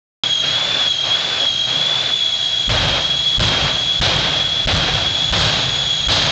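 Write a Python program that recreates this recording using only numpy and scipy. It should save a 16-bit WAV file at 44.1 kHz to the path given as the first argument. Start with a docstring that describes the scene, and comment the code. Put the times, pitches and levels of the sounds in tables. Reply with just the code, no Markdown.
"""A jet truck's afterburners light six times, each with a pressure front, a crackling roar and a rumble.
Before that, flames surge from the exhaust stacks while the turbines rev up and back.
Two compressors whine throughout, blurred by the flames and dragged down in pitch by each blast.
The fronts push the microphone to its stops, so that it chokes for a few milliseconds."""
import sys
import numpy as np
from scipy import signal
from scipy.fft import rfft, irfft, next_fast_len
from scipy.io import wavfile
from scipy.ndimage import uniform_filter1d, map_coordinates

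SR = 44100
rng = np.random.default_rng(int(sys.argv[2]) if len(sys.argv) > 2 else 0)


def persist_wave(psi):
    """Save psi, clipped to +-1, as 16-bit WAV."""
    counts = np.round(np.clip(psi, -1, 1) * 32767).astype(np.int16)
    wavfile.write(sys.argv[1], SR, np.atleast_2d(counts).T)


N = 278271

# low flutter of a flame: f/Hz, relative level/dB
FLUTTER_SPECTRUM = [(15, -3), (45, -0.5), (90, -7), (135, 9), (170, 2), (210, -14), (265, -8), (340, -23.5),
                    (500, -39.5)]
# stack flame surges: t/s, burn/s, relative roar/dB, flutter/dB, rev length/s, rev height/Hz
STACK_SURGES = [(0.107, 0.19, -31.5, -37, .28, 65), (0.414, .46, -28, -36, .59, 205),
                (1.025, .43, -28, -36, .53, 185), (1.657, .46, -29.5, -35, .64, 115)]
# afterburner blasts: t/s, front/dB, burn/s, roar/dB, hiss/dB, hiss rise/s, rumble/dB, echo/dB, sag/Hz
BURNER_BLASTS = [(2.688, -2.5, 0.29, -18, -31, 0.024, -14, -11, 81.1),
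                 (3.39, 2, 0.3, -20, -21.5, 0.026, -16.5, -9, 110.9),
                 (4.009, 0, 0.32, -20.5, -21, 0.013, -20.5, -5, 87.85),
                 (4.668, 3.5, 0.31, -21.5, -23.5, 0.059, -17, -3, 86.4),
                 (5.321, -1.5, 0.27, -22, -16, 0.11, -21.5, -3.5, 72.4),
                 (6.081, -2.5, 0.41, -20, -14.5, 0.038, -19.5, -15, 39.1)]


def amp(db):
    """Decibels to gain."""
    return 10 ** (np.asarray(db) / 20)


def unit(x):
    """x at rms 1."""
    return x / np.sqrt(np.mean(np.abs(x) ** 2) + 1e-20)


def clock():
    """Sample times in s."""
    return np.arange(N) / SR


def curves(rows):
    """Each column after the time, interpolated per sample."""
    times_s, *columns = np.transpose(rows)
    return [np.interp(clock(), times_s, column) for column in columns]


def ramp(start_s, length_s):
    """Linear rise from 0 to 1."""
    return np.clip((clock() - start_s) / length_s, 0, 1)


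def wobble(rate_hz):
    """Smooth random curve with knots at rate_hz."""
    return map_coordinates(rng.standard_normal(int(N * rate_hz / SR) + 4), [clock() * rate_hz])


def filtered(x, response):
    """x through a frequency response."""
    size = next_fast_len(N + SR // 2)
    return irfft(rfft(x, size) * response(np.fft.rfftfreq(size, 1 / SR)), size)[:N]


def coloured(x, spectrum):
    """x shaped by a spectrum (f/Hz, level/dB), at rms 1."""
    knots_hz, db = np.transpose(spectrum)
    return unit(filtered(x, lambda hz: amp(np.interp(np.log(hz + 1), np.log(knots_hz), db))))


def rush(spectrum, patchy_db):
    """Turbulent noise with drifting patches of gain."""
    bins = signal.stft(rng.standard_normal(N), nperseg=512)[2]
    patches = uniform_filter1d(uniform_filter1d(rng.standard_normal(bins.shape), 5, 0), 12, 1)
    noise = signal.istft(bins * amp(patchy_db * unit(patches)), nperseg=512)[1][:N]
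    return coloured(noise, spectrum)


def engine_tone(pitch_hz, scatter, spread_hz, waver_hz, fade_db):
    """Hot moving air scatters a share of a tone into a narrow band with wide skirts."""
    phase = 2 * np.pi * np.cumsum(pitch_hz + waver_hz * wobble(45)) / SR
    band = lambda width_hz: wobble(2 * width_hz) + 1j * wobble(2 * width_hz)
    halo = unit(band(spread_hz) + 0.54 * band(3 * spread_hz))
    carrier = np.sqrt(1 - scatter) * amp(fade_db * wobble(35)) + np.sqrt(scatter) * halo
    return unit(np.real(carrier * np.exp(1j * phase)))


def jet_pipe(heat):
    """Exhaust flow hums in the pipe, louder when it burns."""
    # hollow pipe tones: f/Hz, width/Hz, level/dB
    pipe_tones = [(654, 25, -46), (748, 22, -49.5), (1608, 32, -53.5)]
    hum = sum(amp(db) * engine_tone(hz, scatter=.65, spread_hz=width_hz, waver_hz=14.44, fade_db=.5)
              for hz, width_hz, db in pipe_tones)
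    return amp(2.2 * heat) * hum


def blade_pitch(drag_peak_s=.17, drag_sharpness=2.15):
    """Blade rate in Hz: the shaft revs with each surge, slows after each blast and recovers."""
    # blade rate at the throttle setting: t/s, f/Hz
    idle = [(1.6, 3250), (2.2, 3347), (2.45, 3303), (3.3, 3355), (5.8, 3359), (6.05, 3292)]
    start_s, *_, rev_s, rev_hz = np.transpose(STACK_SURGES)[..., None]
    revs_hz = rev_hz * np.sin(np.pi * ramp(start_s, rev_s)) ** 2
    start_s, *_, sag_hz = np.transpose(BURNER_BLASTS)[..., None]
    age = np.maximum(clock() - start_s, 0) / drag_peak_s
    sags_hz = sag_hz * (age * np.exp(1 - age)) ** drag_sharpness
    return curves(idle)[0] + revs_hz.sum(0) - sags_hz.sum(0)


def whine_db(pitch_hz, heat, duct_hz=3339, duct_width_hz=38, heat_loss_db=2.2):
    """The whine dips as a flame catches, stays soft behind it and flares after a surge."""
    # slow drift of the whine: t/s, base level/dB
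    drift = [(.3, -21), (.9, -17.5), (1.25, -20.5), (1.8, -18), (2.35, -21.5), (3.3, -17), (3.9, -19),
             (4.5, -20), (4.9, -21), (6.1, -21.5)]
    duct_db = 2 / (1 + ((pitch_hz - duct_hz) / duct_width_hz) ** 2)  # intake duct resonance
    bumps = lambda times_s, width_s: np.exp(-((clock() - times_s[:, None]) / width_s) ** 2).sum(0)
    surge_s, burn_s = np.transpose(STACK_SURGES)[:2]
    ignitions_s = np.append(surge_s, np.transpose(BURNER_BLASTS)[0])
    flares_db = 3 * bumps(surge_s + burn_s + .022, width_s=.027)
    dips_db = bumps(ignitions_s, width_s=.014)
    return curves(drift)[0] + duct_db + flares_db - dips_db - heat_loss_db * heat + .56 * wobble(15)


def turbines(heat):
    """Two compressors beat over the intake rush; flames blur and weaken their whine."""
    # second turbine against the first: t/s, offset/Hz, level/dB
    twin = [(.23, 32, 0.5), (1.0, 38, -7.5), (2.2, 66, -1.5), (2.75, 71, -3.5), (3.1, 72, -24.5),
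            (3.7, 80, -9.5), (4.55, 80, -6.5), (5.2, 78, -4)]
    # octave of the whine at mean speed: t/s, level/dB
    octave_levels = [(.4, -37.5), (2.4, -42.5), (3.8, -39.5), (4.6, -60), (5.3, -35), (5.9, -34)]
    # intake rush: f/Hz, relative level/dB
    intake_spectrum = [(20, -8), (55, -2.5), (120, 2.5), (220, -10.5), (450, -13), (650, -9.5),
                       (1000, -13.5), (1550, -10), (2000, -11), (2800, -7), (3900, 0.5), (4700, -9.5),
                       (6800, -16), (8600, -32)]
    pitch_hz = blade_pitch()
    offset_hz, twin_db = curves(twin)
    twin_hz = pitch_hz + offset_hz
    gain = amp(whine_db(pitch_hz, heat))
    scatter = .16 + .72 * heat ** 1.1
    first = engine_tone(pitch_hz, scatter, spread_hz=65, waver_hz=7.05, fade_db=2.5)
    second = engine_tone(twin_hz, scatter, spread_hz=85, waver_hz=9.55, fade_db=-1.5)
    whine = gain * unit(first + amp(twin_db) * second)

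    first_octave = engine_tone(2 * pitch_hz, scatter=.65, spread_hz=75, waver_hz=16, fade_db=2.5)
    second_octave = engine_tone(2 * twin_hz, scatter=1, spread_hz=40, waver_hz=16, fade_db=6.5)
    octave_db = curves(octave_levels)[0] + .0128 * (pitch_hz.mean() - pitch_hz) - 4 * heat
    octave = amp(octave_db) * unit(first_octave + amp(twin_db - 1.5) * second_octave)

    # another blade row whistles higher, most when the shaft slows
    slowdown = np.clip((3380 - pitch_hz) / 110, 0, 1)
    upper_row = engine_tone(1.186 * pitch_hz, scatter=.7, spread_hz=65, waver_hz=12, fade_db=2.5)
    whistle = amp(-38.5 + 10 * slowdown - 4.3 * heat) * upper_row
    return whine + octave + whistle + amp(-26) * rush(intake_spectrum, patchy_db=1)


def burns(start_s, burn_s, level_db, rise_s, sag_db_per_s, cut_s, echo_db, echo_db_per_s):
    """Summed flame envelopes: each catches, sags and is cut off, while stands and trees echo on."""
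    age_s = np.maximum(clock() - start_s, 0)
    out_s = np.maximum(age_s - burn_s, 0)
    sag = amp(-sag_db_per_s * np.minimum(age_s, burn_s))
    tail = np.hypot(np.exp(-out_s / cut_s), amp(echo_db - echo_db_per_s * out_s))
    return np.sum(amp(level_db) * ramp(start_s, rise_s) * sag * tail, 0)


def stack_flames():
    """Fuel burns above the stacks in soft, fluttering surges. Returns sound and roar envelope."""
    # stack flame roar: f/Hz, relative level/dB
    flame_spectrum = [(30, -4), (200, -9), (270, 2.5), (370, -3.5), (550, 5), (780, 3), (1000, -0.5),
                      (1550, 3), (1950, 0), (3000, 2.5), (4000, 2.5), (5200, -6), (6800, -24),
                      (8600, -29.5)]
    start_s, burn_s, roar_db, flutter_db = np.transpose(STACK_SURGES)[:4, :, None]
    roar = burns(start_s, burn_s, roar_db, rise_s=.025, sag_db_per_s=-.5, cut_s=.01,
                 echo_db=-18, echo_db_per_s=49)
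    flutter = burns(start_s, burn_s, flutter_db, rise_s=.02, sag_db_per_s=15, cut_s=.03,
                    echo_db=0, echo_db_per_s=47.5)
    flame = roar * amp(3.5 + .24 * wobble(45)) * rush(flame_spectrum, patchy_db=1.5)
    return flame + flutter * rush(FLUTTER_SPECTRUM, patchy_db=.7), roar


def pressure_fronts(period_s=.024, width_s=.011, echo_s=.068, echo_db=-7):
    """Each ignition sends a push, a deep suction and a second push; a wall returns a shorter thump."""
    start_s, front_db = np.transpose(BURNER_BLASTS)[:2]
    age_s = clock() - start_s[:, None]
    window = lambda t: np.exp(-(t / width_s) ** 2) * (np.abs(t) < .75 * period_s)
    wave = lambda t: np.cos(2 * np.pi * t / period_s) * window(t)
    return amp(front_db) @ (amp(echo_db) * wave(2 * (age_s - echo_s)) - wave(age_s))


def afterburners(shocks_per_s=700):
    """Blasts roar and crackle with small shocks; hiss and rumble sag first. 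Returns sound, roar envelope."""
    # jet roar, hiss and rumble: f/Hz, relative level/dB
    roar_spectrum = [(30, -12.5), (200, 3), (270, 3.5), (430, 0.5), (560, 6.5), (720, 5.5), (1000, 1),
                     (1600, 3.5), (1950, 0), (2400, 1.5), (3500, 4.5), (5000, -4.5), (7000, -17.5),
                     (8600, -44)]
    hiss_spectrum = [(1500, -55.5), (2800, -8), (3400, 3.5), (3950, 7), (4700, -1.5), (5800, -8),
                     (6800, -13.5), (7800, -18), (8700, -32.5)]
    rumble_spectrum = [(10, -18.5), (30, -8.5), (52, 4), (75, -4), (105, -1), (165, -5.5), (210, -22),
                       (300, -37), (700, -63)]
    columns = np.transpose(BURNER_BLASTS)[..., None]
    start_s, _, burn_s, roar_db, hiss_db, hiss_rise_s, rumble_db, echo_db, _ = columns
    roar = burns(start_s, burn_s, roar_db, rise_s=.0017, sag_db_per_s=8.5, cut_s=.078,
                 echo_db=echo_db, echo_db_per_s=18)
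    hiss = burns(start_s, burn_s, hiss_db, rise_s=hiss_rise_s, sag_db_per_s=58.5, cut_s=.1,
                 echo_db=echo_db, echo_db_per_s=19)
    rumble = burns(start_s - .01, burn_s, rumble_db, rise_s=.0035, sag_db_per_s=29.5, cut_s=.041,
                   echo_db=echo_db + 5.5, echo_db_per_s=17.5)
    shocks = (rng.random(N) < shocks_per_s / SR) * rng.exponential(size=N)
    jet = lambda spectrum: rush(spectrum, patchy_db=-.2) + amp(-10) * coloured(shocks, spectrum)
    blast = amp(1.1 * wobble(60)) * (roar * jet(roar_spectrum) + hiss * jet(hiss_spectrum))
    flutter = amp(-18) * np.sqrt(roar) * rush(FLUTTER_SPECTRUM, patchy_db=1)
    sputter = amp(1.8 * wobble(70))
    return blast + flutter + sputter * rumble * rush(rumble_spectrum, patchy_db=1.85), roar


def scene():
    """Stack flames, then afterburners, over the running turbines."""
    stacks, stack_roar = stack_flames()
    blasts, blast_roar = afterburners()
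    heat = np.clip((stack_roar + blast_roar) / amp(-21.5), 0, 1)  # how much flame stirs the air
    return (turbines(heat) + jet_pipe(heat) + stacks + blasts + pressure_fronts())[None]


def record(dry, stop=.46, knee=6, low_cut_hz=165, dull_hz=7500, top_hz=8800, on_s=.2355, jolt_s=.0044):
    """The microphone saturates at its stops; bass and top are cut. The sound switches on with a jolt."""
    held = dry[0] / (1 + np.abs(dry[0] / stop) ** knee) ** (1 / knee)
    thinned = signal.lfilter(*signal.butter(1, low_cut_hz, "high", fs=SR), held)
    gate = ramp(on_s, .001)
    jolt = 1 + 1.44 * np.exp(-np.cumsum(gate) / SR / jolt_s)
    dulled = filtered(thinned * gate * jolt, lambda hz: 1 / np.sqrt(1 + (hz / dull_hz) ** 20))
    return filtered(dulled, lambda hz: 1 / np.sqrt(1 + (hz / top_hz) ** 130))[None]


dry = scene()
out = record(dry)
persist_wave(out)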